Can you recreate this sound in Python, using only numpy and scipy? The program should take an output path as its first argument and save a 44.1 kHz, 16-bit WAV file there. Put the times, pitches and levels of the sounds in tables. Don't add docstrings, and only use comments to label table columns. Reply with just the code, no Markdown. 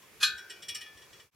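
import sys
import numpy as np
from scipy import signal
from scipy.fft import rfft, irfft, next_fast_len
from scipy.io import wavfile

SR = 44100
rng = np.random.default_rng(int(sys.argv[2]) if len(sys.argv) > 2 else 0)


def log_audio(samples):
    frames = np.atleast_2d(samples).T
    limited = np.clip(frames, -1, 1)
    pcm = np.round(limited * 32767).astype(np.int16)
    wavfile.write(sys.argv[1], SR, pcm)


def ratio_of_db(decibels):
    return 10 ** (np.asarray(decibels, float) / 20)


N = 59535

# f/Hz, phase/rad
PHASE_APART = [(1000, .15), (2500, 0.17), (5000, 0.54), (9000, 1.3), (14000, 1.5)]


def rms_one(x):
    return x / np.sqrt(np.mean(x ** 2) + 1e-20)


def at_hz(points, hz):
    table_hz, values = np.transpose(points)
    return np.interp(np.log(hz), np.log(table_hz), values)


def drift(rate_hz):
    pole = np.exp(-80 * np.pi * rate_hz / SR)
    noise = rng.standard_normal(N // 40 + 2002)
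    slow = signal.lfilter([1], [1, -2 * pole, pole * pole], noise)[2000:]
    return np.interp(np.arange(N) / 40, np.arange(len(slow)), rms_one(slow))


def dying(start_s, t60_s):
    t = np.arange(N) / SR - start_s
    return (t >= 0) * ratio_of_db(-60 * np.maximum(t, 0) / t60_s)


def strike(modes, times_s, levels_db, contact_s, spread_db):
    # f/Hz, level/dB
    side_balance = [(60, -0.5), (130, -2.0), (290, -0.5), (640, 3.5), (1410, 0), (3100, 1.5), (6820, 0.5),
                    (15000, -6)]
    out = np.zeros((2, N))
    hold = np.exp(-1 / (contact_s * SR))
    at = (np.asarray(times_s) * SR).astype(int)
    start = at.min()
    sides = np.array([[.5], [-.5]])
    for hz, db, t60_s in modes:
        end = min(N, at.max() + int(1.5 * t60_s * SR))
        clicks = np.zeros(end - start) + 1e-18
        uneven_db = spread_db * rng.standard_normal(len(at))
        clicks[at - start] = ratio_of_db(np.asarray(levels_db) + db + uneven_db)
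        turn = np.exp(2j * np.pi * hz / SR)
        drive = signal.lfilter([1 - hold], [1, -hold * turn], clicks)
        rung = signal.lfilter([1], [1, -ratio_of_db(-60 / (t60_s * SR)) * turn], drive)
        gain = ratio_of_db(at_hz(side_balance, hz) * sides)
        phase = sides * at_hz(PHASE_APART, hz) * rng.choice([-1, 1])
        out[:, start:end] += (rung * gain * np.exp(1j * phase)).imag
    return out


def bands(white, low_hz, count):
    edges = np.geomspace(low_hz, 16500, num=count)
    for k, (low, high) in enumerate(zip(edges, edges[1:])):
        sos = signal.butter(2, [low, high], "band", fs=SR, output="sos")
        yield np.sqrt(low * high), signal.sosfilt(sos, white[k % 2])


def wide(spectrum):
    parts = []
    for hz, (mid, side) in bands(rng.standard_normal((2, 2, N)), low_hz=541.3, count=28):
        half = at_hz(PHASE_APART, hz) / 2
        stereo = np.cos(half) * mid + np.sin(half) * side * [[1], [-1]]
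        parts.append((hz, ratio_of_db(at_hz(spectrum, hz)) * stereo))
    total = np.std(sum(band for hz, band in parts))
    return [(hz, band / total) for hz, band in parts]


def knock():
    # f/Hz, level/dB, t60/s
    rim_low = [(1242, -16, 0.29), (1470.3, -17, .55), (1452.4, -22, 0.9), (1483, -18, 0.25),
               (1524, -14, 0.66), (1579, -15.5, 0.73), (1630, -16.5, .35), (1680, -22.5, 0.058),
               (1752, -14.5, .55)]
    rim_short = [(791, -20, 0.036), (1061, -19, .06), (1652, -6.5, .06), (3020, -7.5, .08),
                 (3371, 5.5, 0.085), (3990, -5, 0.13), (4160, -2, .14), (4280, -8.5, 0.17),
                 (7020, -12.5, .1), (7300, -11, 0.082), (7420, -16, 0.078)]
    rim_high = [(2390, -13.5, .22), (2481, -3.5, .19), (2498, -7.5, 0.25), (2864, -8.5, 0.11),
                (3350, -15, 0.38), (3584, -5, 0.074), (3671, -15.5, .17), (3750, -12.5, 0.27),
                (3826, -8.5, .28), (3890, -10.5, 0.33), (4040, -13.5, 0.18), (4200, 2.5, .15),
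                (4284, -10.5, .22), (4374, -8, 0.21), (4500, -20, .2), (4766, -8.5, 0.11),
                (5230, -16.5, .14), (5275, -9.5, 0.17), (5935, -8.5, 0.19), (6500, -27.5, 0.11),
                (6800, -12.5, .14), (7380, -12.5, 0.21), (7350, -16, 0.2), (8420, -18, 0.1165),
                (8400, -22, 0.15), (8880, -21.5, .13), (8950, -23, .1), (9800, -22, 0.11), (9800, -23, 0.1),
                (10780, -23, 0.14), (10300, -18.5, .1), (10560, -11, .09), (10850, -20, 0.1),
                (10700, -24.5, 0.087), (11220, -26, 0.089), (11200, -22.5, 0.063), (11700, -25, 0.093),
                (12760, -32, 0.087)]
    # f/Hz, relative density/dB per Hz
    clang_spectrum = [(350, -65.5), (600, -35.5), (1110, -19.5), (1230, -8), (1360, -28.5), (1530, 0.5),
                      (2190, -29.5), (2440, -7), (2720, -12.5), (3330, -8.5), (3610, -11.5), (4260, -7.5),
                      (5590, -15), (5980, -11), (7430, -15.5), (7960, -27), (10900, -13), (14900, -38.5),
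                      (15500, -74)]
    # f/Hz, t60/s
    clang_t60 = [(700, 0.076), (1500, .2), (4000, 0.28), (8000, 0.13), (15000, 0.24)]
    knock_s, knock_db, contact_s, clang_db = .2289, -22, 0.0024, -25.5
    onset_from_s, onset_db, onset_rise_db, onset_clang_db = .2, -46, 14.5, -33
    clear = strike(rim_low + rim_short + rim_high, [knock_s], [knock_db], contact_s, spread_db=0)

    share = np.sort(rng.random(20))
    pulse_s = onset_from_s + share * (knock_s - onset_from_s)
    pulse_db = onset_db - onset_rise_db * (1 - share)
    onset = strike(rim_low + rim_high, pulse_s, pulse_db, contact_s, spread_db=3.5)
    rising = (np.arange(N) / SR - onset_from_s) / (knock_s - onset_from_s)
    onset_ramp = ratio_of_db(onset_clang_db) * np.clip(rising, 0, 1) * (rising < 1)

    ping = strike(rim_high[1:2], [.207], [-29], contact_s=0.0088, spread_db=2)
    clang = 0
    for hz, band in wide(clang_spectrum):
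        decay = ratio_of_db(clang_db) * dying(knock_s, at_hz(clang_t60, hz))
        clang = clang + band * (onset_ramp + decay)
    return clear + onset + ping + clang


def touches():
    # t/s, wrench level/dB, spoke level/dB, nipple level/dB, rim level/dB
    touch_levels = [(.018, -62.5, -63, -63, -74), (0.377, -47, -54, -63, -66), (0.38, -60, -51, -49.5, -75),
                    (0.4973, -42.5, -74, -45.5, -72), (0.504, -64, -45, -43.5, -74),
                    (.562, -75, -66, -52.5, -69), (.621, -47, -46, -66, -75), (.626, -71, -45, -48.5, -67),
                    (.683, -35.5, -46, -43, -68), (.689, -52, -35.5, -39.5, -63),
                    (.746, -32.5, -68, -53, -70), (.751, -68, -65, -40, -51.5), (0.807, -45, -69, -52, -63),
                    (.813, -68, -44, -42.5, -53.5), (.861, -63, -51, -57, -55), (.971, -57, -52, -57, -67),
                    (1.018, -60, -51.5, -54, -74), (1.128, -55, -54, -53, -73),
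                    (1.197, -58, -53, -54, -65.5)]
    # f/Hz, level/dB, t60/s
    wrench_modes = [(5160, -13.5, 0.052), (5370, -7, .15), (5480, -9.5, .2), (5520, -12, .1),
                    (5596, -4, 0.19), (5740, -6, 0.066), (6200, -28, 0.2), (7484, -6, 0.07),
                    (8456, -10, 0.108), (8465, -11.5, 0.087), (8810, -19.5, 0.16), (9500, -15.5, 0.092),
                    (10350, -24.5, 0.098), (11200, -19.5, .11), (12130, -30, .1)]
    spoke_modes = [(3300, -9, 0.12), (3352, -3.5, 0.25), (3840, -15.5, .12), (3675, -8, .06)]
    nipple_modes = [(1776, -10, 0.074), (1830, -11.5, 0.15), (1891, -4.5, .15), (2331, -9, 0.55),
                    (2482, -11.5, 0.36), (2852, -10.5, 0.23), (3013, -1.5, 0.088), (3042, -11.5, 0.11),
                    (4100, -11.5, 0.11), (4500, -18, 0.089), (4570, -9.5, 0.1), (4600, -15, 0.096)]
    rim_modes = [(1242, -5.5, .3), (1754, 0, 0.54)]
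    # f/Hz, relative density/dB per Hz
    contact_spectrum = [(1200, -24), (1900, -3.5), (2600, -10.5), (3300, -3), (4500, -3), (5500, -2.5),
                        (6500, -10), (8000, -11.5), (10500, -7), (13000, -13.5), (15500, -16)]
    noise_db, noise_t60_s, noise_rise_s = -10.5, 0.14, .003
    times_s, *levels_db = np.transpose(touch_levels)
    shape = 0
    for t, db in zip(times_s, np.max(levels_db, axis=0)):
        shape = shape + ratio_of_db(db + noise_db) * dying(t, noise_t60_s)
    hold = np.exp(-1 / (noise_rise_s * SR))
    envelope = signal.lfilter([1 - hold], [1, -hold], shape)
    out = envelope * sum(band for hz, band in wide(contact_spectrum))
    for modes, db in zip([wrench_modes, spoke_modes, nipple_modes, rim_modes], levels_db):
        out = out + strike(modes, times_s, db, contact_s=0.0024, spread_db=2)
    return out


def clock():
    # f/Hz, level/dB, t60/s
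    clock_modes = [(950, -7, 0.049), (1050, 5, .05), (1300, -12.5, .04), (2590, -17, .04)]
    times_s = np.arange(0.03, N / SR, 1)
    return strike(clock_modes, times_s, -55.5 + 0 * times_s, contact_s=0.004, spread_db=1.5)


def workshop(x):
    t60_s, wall_cut_hz = 0.26, 9800
    out, size = np.zeros((2, N)), next_fast_len(N + SR)
    w = 2 * np.pi * np.arange(size // 2 + 1) / size
    dull = 1 / (1 + 1j * w * SR / (2 * np.pi * wall_cut_hz))
    spectrum = rfft(x, size)
    for k, lag in enumerate(rng.uniform(.006, .035, 16) * SR):
        loop = ratio_of_db(-60 * lag / SR / t60_s) * dull * np.exp(-1j * w * lag)
        echoes = irfft(spectrum * loop / (1 - loop), size)[:N]
        out[k % 2] += echoes * (-1) ** (k // 2)
    return out


def air(patchy_db):
    # f/Hz, relative density/dB per Hz
    air_spectrum = [(25, -21), (60, -14), (130, -6), (190, -7.5), (254, -12.5), (299, -8), (402, -3),
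                    (653, -10.5), (1550, -9.5), (2730, -10), (3770, -15), (5960, -13), (7810, -18),
                    (12700, -15.5), (15700, -22)]
    # f/Hz, correlation/1
    likeness = [(60, 0.2), (240, 0.7), (950, 0.6), (3770, 0.39), (15000, 0.03)]
    out = 0
    for hz, (mid, side) in bands(rng.standard_normal((2, 2, N)), low_hz=26, count=26):
        alike = np.clip(at_hz(likeness, hz), -1, 1)
        stereo = np.sqrt(1 + alike) * mid + np.sqrt(1 - alike) * side * [[1], [-1]]
        out = out + ratio_of_db(at_hz(air_spectrum, hz) + patchy_db * drift(3)) * stereo
    return ratio_of_db(-57.5) * rms_one(out)


def rumble():
    # t/s, level/dB
    bass_level = [(0.0, -53), (0.012, -79.5), (0.354, -62), (0.402, -81), (0.518, -88), (0.574, -72),
                  (0.664, -78), (0.73, -62.5), (0.898, -87), (0.954, -64.5), (1.068, -76), (1.148, -67),
                  (1.214, -77.5), (1.25, -67)]
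    times_s, db = np.transpose(bass_level)
    sos = signal.butter(2, [60, 135], "band", fs=SR, output="sos")
    mid, side = signal.sosfilt(sos, rng.standard_normal((2, N)))
    stereo = rms_one(mid + 0.36 * side * [[1], [-1]])
    return ratio_of_db(np.interp(np.arange(N) / SR, times_s, db)) * stereo


def scene():
    near = knock() + touches() + clock()
    room = ratio_of_db(-20) * workshop(near.mean(axis=0))
    return near + room + air(patchy_db=1.5) + rumble()


def low_pass(x):
    return signal.sosfilt(signal.butter(12, 15890, fs=SR, output="sos"), x)


def record(dry):
    silent_s, fade_out_s, fade_in_s, fade_power = 1.308, .11, 0.15, 1.14
    t = np.arange(N) / SR - silent_s
    ramp = np.where(t < 0, -t / fade_out_s, t / fade_in_s)
    fade = np.clip(ramp, 0, 1) ** fade_power
    return low_pass(dry * fade)


dry = scene()
out = record(dry)
log_audio(out)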